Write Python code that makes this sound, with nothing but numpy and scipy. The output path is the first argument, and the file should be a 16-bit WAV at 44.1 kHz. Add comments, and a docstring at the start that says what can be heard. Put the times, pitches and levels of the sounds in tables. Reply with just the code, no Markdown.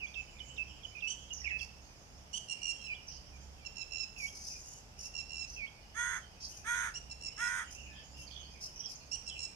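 """Birds in a palm grove. A near songbird opens with a sliding note and clear whistles. After a second
it yelps, and other birds peep and rasp in the treetops. From 2.5 s it stutters nasal notes, its voice
box opening in quick pulses. The rasps crowd together after 4 s. From about 6 s a crow caws three times
with a buzzing voice, and the songbird has the last stutter. All along, trunks and palm leaves scatter
the calls, a far flock chirps, leaves hiss and a far engine drones underneath."""
import sys
import numpy as np
from scipy import signal
from scipy.fft import rfft, irfft
from scipy.io import wavfile
from scipy.ndimage import uniform_filter1d, map_coordinates

SR = 44100
rng = np.random.default_rng(int(sys.argv[2]) if len(sys.argv) > 2 else 0)


def digitize_waveform(pressure):
    """Quantize a signal to 16-bit integers and store it at the path in sys.argv[1].

    Rows of a 2-D input are taken as channels; values are limited to [-1, 1].
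    """
    field = np.atleast_2d(pressure).T
    bounded = np.clip(field, -1, 1)
    quanta = np.round(bounded * 32767).astype(np.int16)
    wavfile.write(sys.argv[1], SR, quanta)


N = 421155

# A harmonic is a whole multiple of a pitch. lean_db is left minus right. Roughness 0 is a clean tone.
# Rising, rough yelps: start_s, length_s, pitch_hz, level_db
YELPS = [(1.073, 0.06, 1503, -41), (2.33, .056, 1507, -39), (6.94, 0.049, 1395, -41.5),
         (9.113, 0.05, 1412, -39.5)]
# Stuttering nasal notes: start_s, length_s, pitch_hz, level_db
STUTTERS = [(2.483, 0.056, 1394, -37.5), (2.616, 0.1078, 1404, -37), (2.799, 0.077, 1352, -47.5),
            (3.648, 0.03, 1370, -40.5), (3.755, 0.079, 1354, -40), (3.907, .14, 1343, -38),
            (5.029, 0.045, 1358, -49), (5.138, 0.08, 1369, -38), (5.292, 0.16, 1356, -40),
            (7.098, 0.034, 1362, -40.5), (7.208, 0.085, 1364, -39), (7.364, 0.12, 1341, -40.5),
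            (9.263, 0.041, 1361, -38.5), (9.377, 0.085, 1359, -37.5)]
# A nasal note's harmonics above the second: multiple, left_db, right_db
NASAL_OVERTONES = [(3, -6, -16), (4, -20, -2), (5, -8, -13), (6, 1.5, -30.5)]
# How nasal notes shift between the sides: time_s, second_left_db, second_right_db, overtones_left_db
NASAL_BALANCE = [(1.1, -14, -0.5, -19), (2.6, -14.5, -1, -15), (3.9, -17, -3, -28), (5.3, -11, -3, -22.5),
                 (7.1, -10.5, -13.5, -20), (9.3, -13.5, -7, -15.5)]
# Held whistles: start_s, held_length_s, pitch_hz, level_db, lean_db
WHISTLES = [(0.156, 0.059, 2618, -43, -20), (0.402, .02, 2987, -46, -16.5),
            (0.581, 0.052, 2625, -42, -19.5), (0.848, 0.012, 3000, -41.5, -15),
            (1.022, 0.059, 2625, -43.5, -21.5), (1.307, 0.025, 2850, -44.5, -10.5),
            (1.506, .07, 2600, -46.5, -21), (1.608, 0.025, 2636, -49, -31.5), (8.186, 0.051, 2705, -52, -4)]
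# Sliding notes: start_s, length_s, low_pitch_hz, level_db, lean_db
SLIDES = [(0, 0.082, 2352, -41, -9), (2.865, 0.1, 2374, -38.5, -7), (3.292, 0.11, 2350, -63, -11),
          (3.558, 0.13, 2326, -65, -11), (4.163, .135, 2254, -42, -10), (5.563, 0.13, 2245, -42, -11)]
# The course of one slide: share_of_length, pitch_ratio, effort_db, roughness
SLIDE_SHAPE = [(0, 1.22, -10, 0.5), (.35, 1.07, -4.5, 0.37), (.5, 1.01, -1, 0.1), (.71, .99, 2, 0),
               (.75, 1.2, -14, 0.33), (.9, 1.47, -13.5, 0.34), (1, 1.37, -22, .3)]
# The crow's caws: start_s, length_s, pitch_hz, level_db
CAWS = [(5.943, 0.26, 480, -38), (6.642, 0.27, 477.6, -37), (7.373, 0.275, 480.2, -37)]
# The course of one caw: share_of_length, pitch_ratio, effort_db, flutter_amount, roughness
CAW_SHAPE = [(0, .85, -18.5, 0.29, 1.04), (.1, .945, -2.5, 0.26, 0.4), (.19, .995, 3.5, 0.2, 0.07),
             (.42, 1.005, 2, 0.63, 0.3), (.62, 1.003, 1, 0.88, 0.1), (.83, .99, -0.5, 1.2, 0.88),
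             (.92, .94, -4, 0.9, 0.91), (1, 0.82, -18.5, 0.48, 0.3)]
# How the crow's throat colours its voice: frequency_hz, left_db, right_db
CROW_THROAT = [(456, -49, -41), (924, -14.5, -15.5), (1480, -4.5, 2.5), (1950, -8.5, 1), (2500, -29, -15.5),
               (2930, -21, -27), (3320, -21, -11.5), (4380, -41, -37), (5440, -34, -22.5),
               (6460, -19, -7.5), (7470, -26.5, -31), (9000, -14, -23.5), (10550, -42, -37),
               (12100, -32, -32.5), (14000, -56, -58)]
# Harsh rasps: start_s, length_s, pitch_hz, level_db, lean_db, octave_db
RASPS = [(1.578, 0.079, 5480, -53.5, -12, -18.5), (3.082, 0.11, 5300, -58, -13.5, -36),
         (4.162, 0.16, 5670, -50.5, -1.5, -15), (4.311, 0.24, 5685, -51, 1.5, -14.5),
         (4.458, 0.15, 5640, -49, -2.5, -21.5), (4.56, 0.27, 6180, -54.5, -4, -16.5),
         (4.976, 0.12, 5870, -48.5, -3, -17.5), (5.463, 0.13, 5520, -52, -4, -24),
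         (6.396, 0.095, 5460, -47, -2.5, -24), (6.457, 0.18, 5930, -55.5, 3, -12),
         (7.698, 0.079, 5870, -53.5, -5, -13), (8.158, 0.093, 5780, -60, 3, -8.5),
         (8.6, 0.082, 5600, -45.5, -4, -18.5), (8.878, 0.07, 5360, -51, 1, -16)]
# Short high peeps: start_s, pitch_hz, level_db, lean_db
PEEPS = [(1.328, 6230, -43, -9.5), (1.365, 5750, -48, -8), (1.40, 5700, -51, -12), (1.432, 5550, -53, -10),
         (3.069, 5920, -46, -6), (8.264, 4750, -59, -18), (8.305, 4730, -58, -20), (8.758, 5730, -47, -4),
         (8.79, 5750, -43.5, -10.5), (8.842, 5700, -42, -10), (8.948, 6520, -54, -11)]
# Lower gliding calls: start_s, length_s, pitch_hz, glide_share, level_db, lean_db, roughness
GLIDES = [(0.949, .05, 2476, -0.064, -54, -20, 0.35), (1.41, .04, 1950, -.1, -57, -8.5, 0.4),
          (1.442, .022, 2640, 0.1, -45, -15, 0.6), (1.458, .025, 2340, -0.136, -44, -23.5, 0.32),
          (1.482, 0.0408, 1993, -.24, -46.5, -4.5, .55), (4.498, 0.075, 2500, -0.102, -59, -9.5, 0.58),
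          (7.891, 0.12, 1745, -0.0045, -64.5, -11, 0.6), (7.927, 0.077, 3300, -.03, -55.5, -4, 0.88),
          (8.299, .13, 3256, -0.12, -55, -7.5, .9), (8.79, 0.077, 3190, .03, -55.5, -10, 0.63),
          (9.292, 0.086, 2963, -0.22, -49, -4, 0.65)]
# Loudness of the far flock: time_s, high_twitter_db, low_chatter_db
FLOCK_LEVELS = [(0, -62, -59), (.8, -61.5, -58), (2.1, -67, -76), (2.8, -63, -55), (3.4, -65.5, -71.5),
                (7.2, -72, -65), (7.8, -60.5, -56.5), (8.4, -58.5, -65.5), (9.55, -63.5, -64)]
# Tone colour of the rumble and leaf hiss: frequency_hz, relative_db
AIR_COLOUR = [(21, -33), (36, -0.5), (69, -7.5), (141, -11), (168, -14), (195, -13.5), (324, -21),
              (844, -18), (1090, -24), (2150, -27.5), (2980, -27.5), (4040, -34), (5200, -21.5),
              (7590, -36.5), (15000, -45.5)]
# How alike that noise is on both sides: frequency_hz, likeness (1 is the same)
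AIR_LIKENESS = [(60, 0.96), (150, 0.8), (380, 0.73), (940, 0.089), (2350, -0.6), (5880, 0.046),
                (14700, -0.093)]
# Which side that noise favours: frequency_hz, lean_db
AIR_LEAN = [(60, 1), (120, -1.5), (240, -3.5), (470, 2), (940, -1), (1870, -5.0), (3720, -6.5), (7390, 1.5),
            (14700, 0)]
# The engine's tones: multiple_of_firing_rate, relative_db
ENGINE_TONES = [(1, -0.5), (2, -13), (3, -22), (4.5, -21)]
# Chance swells and dips in the low rumble's loudness: time_s, strength_db
RUMBLE_SWELLS = [(0.0, -59.5), (0.7, -53), (1.0, -63), (1.45, -48), (2.05, -61), (2.7, -65.5),
                 (3.35, -51.5), (3.95, -60), (5.55, -56.5), (5.7, -69), (6.2, -59.5), (7.3, -57.5),
                 (7.45, -65.5), (7.9, -49), (8.05, -58.2), (8.2, -48.5), (8.65, -62.5), (9.5, -58.5)]


def nasal_notes():
    """The near songbird: yelps rise and are rough, stutters sag and pulse for most of their length."""
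    out = np.zeros((2, N))
    for start, length, hz, level_db in YELPS:
        add(out, start, nasal_note(start, length, hz, level_db, 0.0066, glide=0.069, rough=0.57))
    for start, length, hz, level_db in STUTTERS:
        add(out, start, nasal_note(start, length, hz, level_db, 0.678 * length, glide=-0.0378, rough=.33))
    return out


def nasal_note(start, length, hz, level_db, pulsed_s, glide, rough, pulse_hz=81, lag_s=0.00028):
    """The voice box opens in short pulses, each with a small pitch bend, then holds the tone."""
    t, progress = clock(length)
    pulsing = np.clip((pulsed_s - t) / .012, 0, 1)
    beat = turn(pulse_hz * (1 + 0.011 * drift(55, len(t)))) + np.pi / 4
    closing = pulsing * (1 + np.cos(beat)) / 2
    arch = 4 * progress * (1 - progress)  # lifts pitch and loudness in mid-note
    contour = 1 + glide * (progress - .5) + 0.0191 * (arch - .5) - 0.0289 * closing
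    shake = 0.053 * rough ** 2 * (.5 + 2 * progress) * drift(1300, len(t))
    phase = turn(hz * (contour + shake)) - 2 * np.pi * hz * np.array([[0], [lag_s]])
    weak_first_pulse_db = -4.5 * pulsing * (beat < 2 * np.pi)
    strength = (1 - closing) ** 0.87 * from_db(level_db + weak_first_pulse_db + 3.3 * arch - 1)
    left_db, right_db, overtones_left_db = read(NASAL_BALANCE, start)
    harmonics = [(2, left_db, right_db)]
    for k, left, right in NASAL_OVERTONES:
        # on the right, the third harmonic shares half of the second one's fading
        harmonics.append((k, left + overtones_left_db, right + (k == 3) * right_db / 2))
    tone = 0
    for k, left, right in harmonics:
        flicker_db = (1.53 + 2.8 * rough) * drift(155.5, len(t))
        tone += from_db(np.array([[left], [right]]) + flicker_db) * np.sin(k * phase)
    return np.sqrt(2) * tone * strength * fade(t, 0.0018, 0.0024)


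def whistles(drop_s=.018, drop_from_hz=3480, drop_db=-15.5):
    """A weak, scratchy drop in pitch, scrambled by nearby leaves, settles on a clean held tone."""
    out = np.zeros((2, N))
    for start, length, hz, level_db, lean_db in WHISTLES:
        t, _ = clock(drop_s + length)
        still_to_fall = 1 / (1 + np.exp((t - .7 * drop_s) / 0.00375))
        dropping = np.clip((drop_s - t) / 0.0051 + .5, 0, 1)
        tone = pure_voice(hz + (drop_from_hz - hz) * still_to_fall, rough=.08 + 0.71 * dropping)
        tone *= from_db(level_db) * fade(t, 0.0046, .003) * pan(lean_db)
        add(out, start - drop_s, through_leaves(tone * (1 - dropping), hidden=0.12))
        add(out, start - drop_s, from_db(drop_db) * leaf_scatter(tone * dropping, spread_s=0.0043))
    return out


def slides():
    """One unbroken note clears and swells as it sinks, then flicks up at the end."""
    out = np.zeros((2, N))
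    for start, length, hz, level_db, lean_db in SLIDES:
        t, progress = clock(length)
        ratio, effort_db, rough = read(SLIDE_SHAPE, progress)
        tone = pure_voice(hz * ratio, rough, octave_db=-24)
        tone *= from_db(level_db + effort_db) * fade(t, 0.002, .005) * pan(lean_db)
        add(out, start, through_leaves(tone, hidden=0.23))
    return out


def crow(hiss_db=-6, lag_s=0.00011, scatter_hz=2800):
    """A buzzing voice box flutters once every five cycles; the throat colours the sound."""
    out = np.zeros((2, N))
    for start, length, hz, level_db in CAWS:
        t, progress = clock(length)
        size = len(t)
        ratio, effort_db, flutter, rough = read(CAW_SHAPE, progress)
        phase = turn(hz * ratio * (1 + 0.041 * rough * drift(900, size) + 0.0031 * drift(55.2, size)))
        # the flutter loses step where the voice is hoarse
        flutter_phase = phase / 5 + 1.1 * rough * drift(110, size)
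        # each swell is louder and a little higher in pitch
        swell = np.exp(0.3 * flutter * np.cos(flutter_phase))
        phase += 0.42 * flutter * np.sin(flutter_phase)
        buzz = rms_one(sum(np.cos(k * phase + rng.uniform(0, 2 * np.pi)) for k in range(1, 30)))
        hoarseness = from_db(-11) * (.5 + rough) * rng.standard_normal(size)
        hiss = rms_one(band(rng.standard_normal(size), (2300, 13000), order=3))
        source = (buzz + hoarseness) * swell + from_db(hiss_db) * hiss
        # long waves pass the leaves, short ones are scattered
        bins_hz = np.fft.rfftfreq(size, 1 / SR)
        direct = 1 / (1 + (bins_hz / scatter_hz) ** 4)
        scattered = leaf_scatter(source[None], spread_s=0.0064)[:, :size]
        heard = np.sqrt(direct) * rfft(source) + np.sqrt(1 - direct) * rfft(scattered)
        throat = from_db([at_hz(CROW_THROAT, bins_hz, column) for column in (1, 2)])
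        right_delay = np.exp(-2j * np.pi * bins_hz * np.array([[0], [lag_s]]))
        voice = irfft(heard * throat * right_delay, size)
        voice /= np.sqrt(uniform_filter1d(np.mean(voice ** 2, axis=0), size=1400))  # even out the level
        add(out, start, voice * from_db(level_db + effort_db) * fade(t, 0.0017, 0.0028))
    return out


def rasps(shake=0.18, shake_hz=2600, grain_db=3, grain_hz=170, upper_band_hz=(8300, 11400)):
    """A wildly shaken tone and its octave ring in the beak as two harsh bands; leaves scramble them."""
    out = np.zeros((2, N))
    for start, length, hz, level_db, lean_db, octave_db in RASPS:
        t, _ = clock(length)
        phase = turn(hz * (1 + shake * drift(shake_hz, len(t))))
        bands = []
        for k, beak_hz in ((1, (0.84 * hz, 1.156 * hz)), (2, upper_band_hz)):
            scattered = leaf_scatter(np.sin(k * phase)[None], spread_s=0.0026)
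            bands.append(rms_one(band(scattered, beak_hz, order=3)[:, :len(t)]))
        main, octave = bands
        hiss = rms_one(band(rng.standard_normal((2, len(t))), (4200, 11500), order=2))
        grain = from_db(grain_db * drift(grain_hz, len(t)))
        strength = rms_one(fade(t, 0.009 + length * 0.26, length * 0.35) * grain)
        voice = main + from_db(octave_db) * (octave + from_db(-2) * hiss)
        add(out, start, from_db(level_db) * pan(lean_db) * strength * voice)
    return out


def twitter(peep_s=0.0234):
    """High arched peeps and lower glides in the treetops; rougher glides come from deeper in the leaves."""
    out = np.zeros((2, N))
    for start, hz, level_db, lean_db in PEEPS:
        tone = chirp(peep_s, 0.97 * hz, hz, .87 * hz, rough=0.61)
        add(out, start, through_leaves(from_db(level_db) * pan(lean_db) * tone, hidden=0.63))
    for start, length, hz, glide, level_db, lean_db, rough in GLIDES:
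        tone = chirp(length, hz * (1 - glide / 2), hz, hz * (1 + glide / 2), rough)
        add(out, start, through_leaves(from_db(level_db) * pan(lean_db) * tone, hidden=rough))
    return out


def chirp(length, start_hz, middle_hz, end_hz, rough):
    """A short note bent through three pitches; the rougher it is, the softer its edges."""
    t, progress = clock(length)
    curve = np.polyfit([0, .5, 1], [start_hz, middle_hz, end_hz], 2)
    strength = rms_one(fade(t, 0.0027 + 0.18 * rough * length, 0.002 + 0.12 * rough * length))
    return pure_voice(np.polyval(curve, progress), rough) * strength


def pure_voice(hz, rough, octave_db=-33, lag_s=0.00024):
    """A nearly pure tone that reaches the left side first; roughness shakes its pitch and strength."""
    shake = 0.061 * rough * drift(695.6, len(hz))
    phase = turn(hz * (1 + shake)) - 2 * np.pi * hz * np.array([[0], [lag_s]])
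    strength = rms_one(from_db(6.5 * rough * drift(300, len(hz)) + 0.8 * drift(70, len(hz))))
    return np.sqrt(2) * strength * (np.sin(phase) + from_db(octave_db) * np.sin(2 * phase))


def through_leaves(tone, hidden):
    """Part of a call comes straight, the hidden part by way of the leaves."""
    out = hidden * leaf_scatter(tone, spread_s=0.038)
    add(out, 0, np.sqrt(1 - hidden ** 2) * tone)
    return out


def leaf_scatter(sound, spread_s):
    """Leaves close to a bird split its call into many paths of slightly different length."""
    t = np.arange(3000) / SR
    paths = rng.standard_normal((2, len(t))) * np.exp(-t / spread_s)
    paths /= np.sqrt(np.sum(paths ** 2, axis=1, keepdims=True))
    return signal.fftconvolve(sound, paths, axes=1)


def grove_echoes(sound, decay_s, build_s):
    """Trunks and leaves return a spray of faint echoes, different at each side."""
    t = np.arange(SR) / SR
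    echoes = rng.standard_normal((2, SR)) * (rng.random((2, SR)) < .05)
    echoes *= from_db(-60 * t / decay_s) * np.clip(t / build_s, 0, 1)
    echoes /= np.sqrt(np.sum(echoes ** 2, axis=1, keepdims=True))
    sides_mixed = sound + 0.29 * sound[::-1]
    return signal.fftconvolve(sides_mixed, echoes, axes=1)[:, :N]


def flock(per_s, centre_hz, spread, lean_db):
    """Many far birds chirp at random, each on its own pitch and slope, heard mostly as echoes."""
    out = np.zeros((2, N))
    birds = rng.uniform(-1.1, 1, (int(per_s * N / SR), 6))
    for k, (when, pitch, slope, span, loudness, place) in enumerate(birds):
        hz = centre_hz * np.exp(spread * pitch)
        length = .035 * np.exp(.5 * span)
        tone = chirp(length, hz * (1 + 0.0824 * slope), hz * 1.02, hz * (1 - 0.1 * slope), rough=0.316)
        add(out, (k + when) / per_s, tone * from_db(5 * loudness) * pan(lean_db + 4 * place))
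    return rms_one(0.14 * out + grove_echoes(out, decay_s=0.48, build_s=0.0049))


def engine(firing_hz=66.6, waver=0.03496, swell_db=3.0, gain_db=-3.5):
    """The lowest tones of a far engine arrive as a rumble that swells and wavers by chance."""
    phase = turn(firing_hz * (1 + waver * drift(14, N)))
    strength = from_db(gain_db + read(RUMBLE_SWELLS, np.arange(N) / SR)[0])
    drone = 0
    for k, level_db in ENGINE_TONES:
        swell = from_db(swell_db * drift(9.8, N))
        drone += from_db(level_db) * rms_one(np.sin(k * phase) * swell)
    return pan(-6.0) * strength * drone


def air(level_db=-56.5):
    """Distant rumble and leaf hiss, alike at both sides in the bass."""
    hz = np.fft.rfftfreq(N, 1 / SR)
    shared, opposed = rfft(rng.standard_normal((2, N)))
    alike = np.clip(at_hz(AIR_LIKENESS, hz), -.4, 1)
    side = np.array([[1], [-1]])
    noise = np.sqrt(1 + alike) * shared + side * np.sqrt(1 - alike) * opposed
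    colour = from_db(at_hz(AIR_COLOUR, hz) + side * at_hz(AIR_LEAN, hz) / 2)
    return from_db(level_db) * rms_one(irfft(noise * colour, N))


def from_db(db):
    """Turns decibels into a multiplier."""
    return 10 ** (np.asarray(db) / 20)


def rms_one(x):
    """Scales a sound to an average power of 1."""
    return x / np.sqrt(np.mean(x ** 2) + 1e-20)


def read(rows, at):
    """Reads a table between its rows, looking up by the first column."""
    places, *columns = np.transpose(rows)
    return [np.interp(at, places, column) for column in columns]


def at_hz(rows, hz, column=1):
    """Reads one column of a frequency table, with octaves evenly spaced."""
    rows = np.array(rows)
    return np.interp(np.log(hz + 1), np.log(rows[:, 0]), rows[:, column])


def drift(rate, size):
    """A random wander, roughly 1 in size, that changes about rate times a second."""
    at = np.arange(size) * rate / SR
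    return map_coordinates(rng.standard_normal(int(at[-1]) + 4), [at + 1], order=1) / np.sqrt(2 / 3)


def turn(hz):
    """The phase of a changing pitch: how far its wave has turned."""
    return 2 * np.pi * np.cumsum(hz) / SR


def clock(length):
    """Seconds into a note, and the share of it that has passed."""
    t = np.arange(int(length * SR)) / SR
    return t, t / t[-1]


def fade(t, attack_s, release_s):
    """Rounded opening and closing of a note."""
    opening = np.sin(np.pi / 2 * np.clip(t / attack_s, 0, 1))
    closing = np.sin(np.pi / 2 * np.clip((t[-1] - t) / release_s, 0, 1))
    return opening * closing


def band(x, edges_hz, order):
    """Keeps the frequencies between two edges."""
    return signal.sosfilt(signal.butter(order, edges_hz, "band", fs=SR, output="sos"), x)


def pan(lean_db):
    """Left and right multipliers; a positive lean favours the left."""
    return from_db(np.array([[lean_db], [-lean_db]]) / 2)


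def add(out, start_s, sound):
    """Mixes a stereo sound in at the given time."""
    i = max(int(start_s * SR), 0)
    out[:, i:i + sound.shape[1]] += sound[:, :max(N - i, 0)]


def scene():
    """Near birds and their echoes over the far flock, the air and the engine."""
    high_db, low_db = read(FLOCK_LEVELS, np.arange(N) / SR)
    far = from_db(high_db) * flock(per_s=36, centre_hz=5700, spread=0.21, lean_db=-9.5)
    far += from_db(low_db) * flock(per_s=22, centre_hz=2698, spread=0.16, lean_db=-5.0)
    nasal = nasal_notes()
    clear = whistles() + slides() + twitter()
    harsh = rasps()
    caws = crow()
    echoing = from_db(-7.5) * nasal + from_db(-9.5) * clear + from_db(-6.5) * harsh
    echoes = grove_echoes(echoing, decay_s=0.46, build_s=0.0047)
    echoes += from_db(-10.5) * grove_echoes(caws, decay_s=0.31, build_s=0.011)
    return nasal + clear + harsh + caws + echoes + far + air() + engine()


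def record(dry):
    """The highest treble, above 15200 Hz, is cut steeply."""
    return signal.sosfilt(signal.ellip(12, .1, 80, 15200, fs=SR, output="sos"), dry)


dry = scene()
out = record(dry)
digitize_waveform(out)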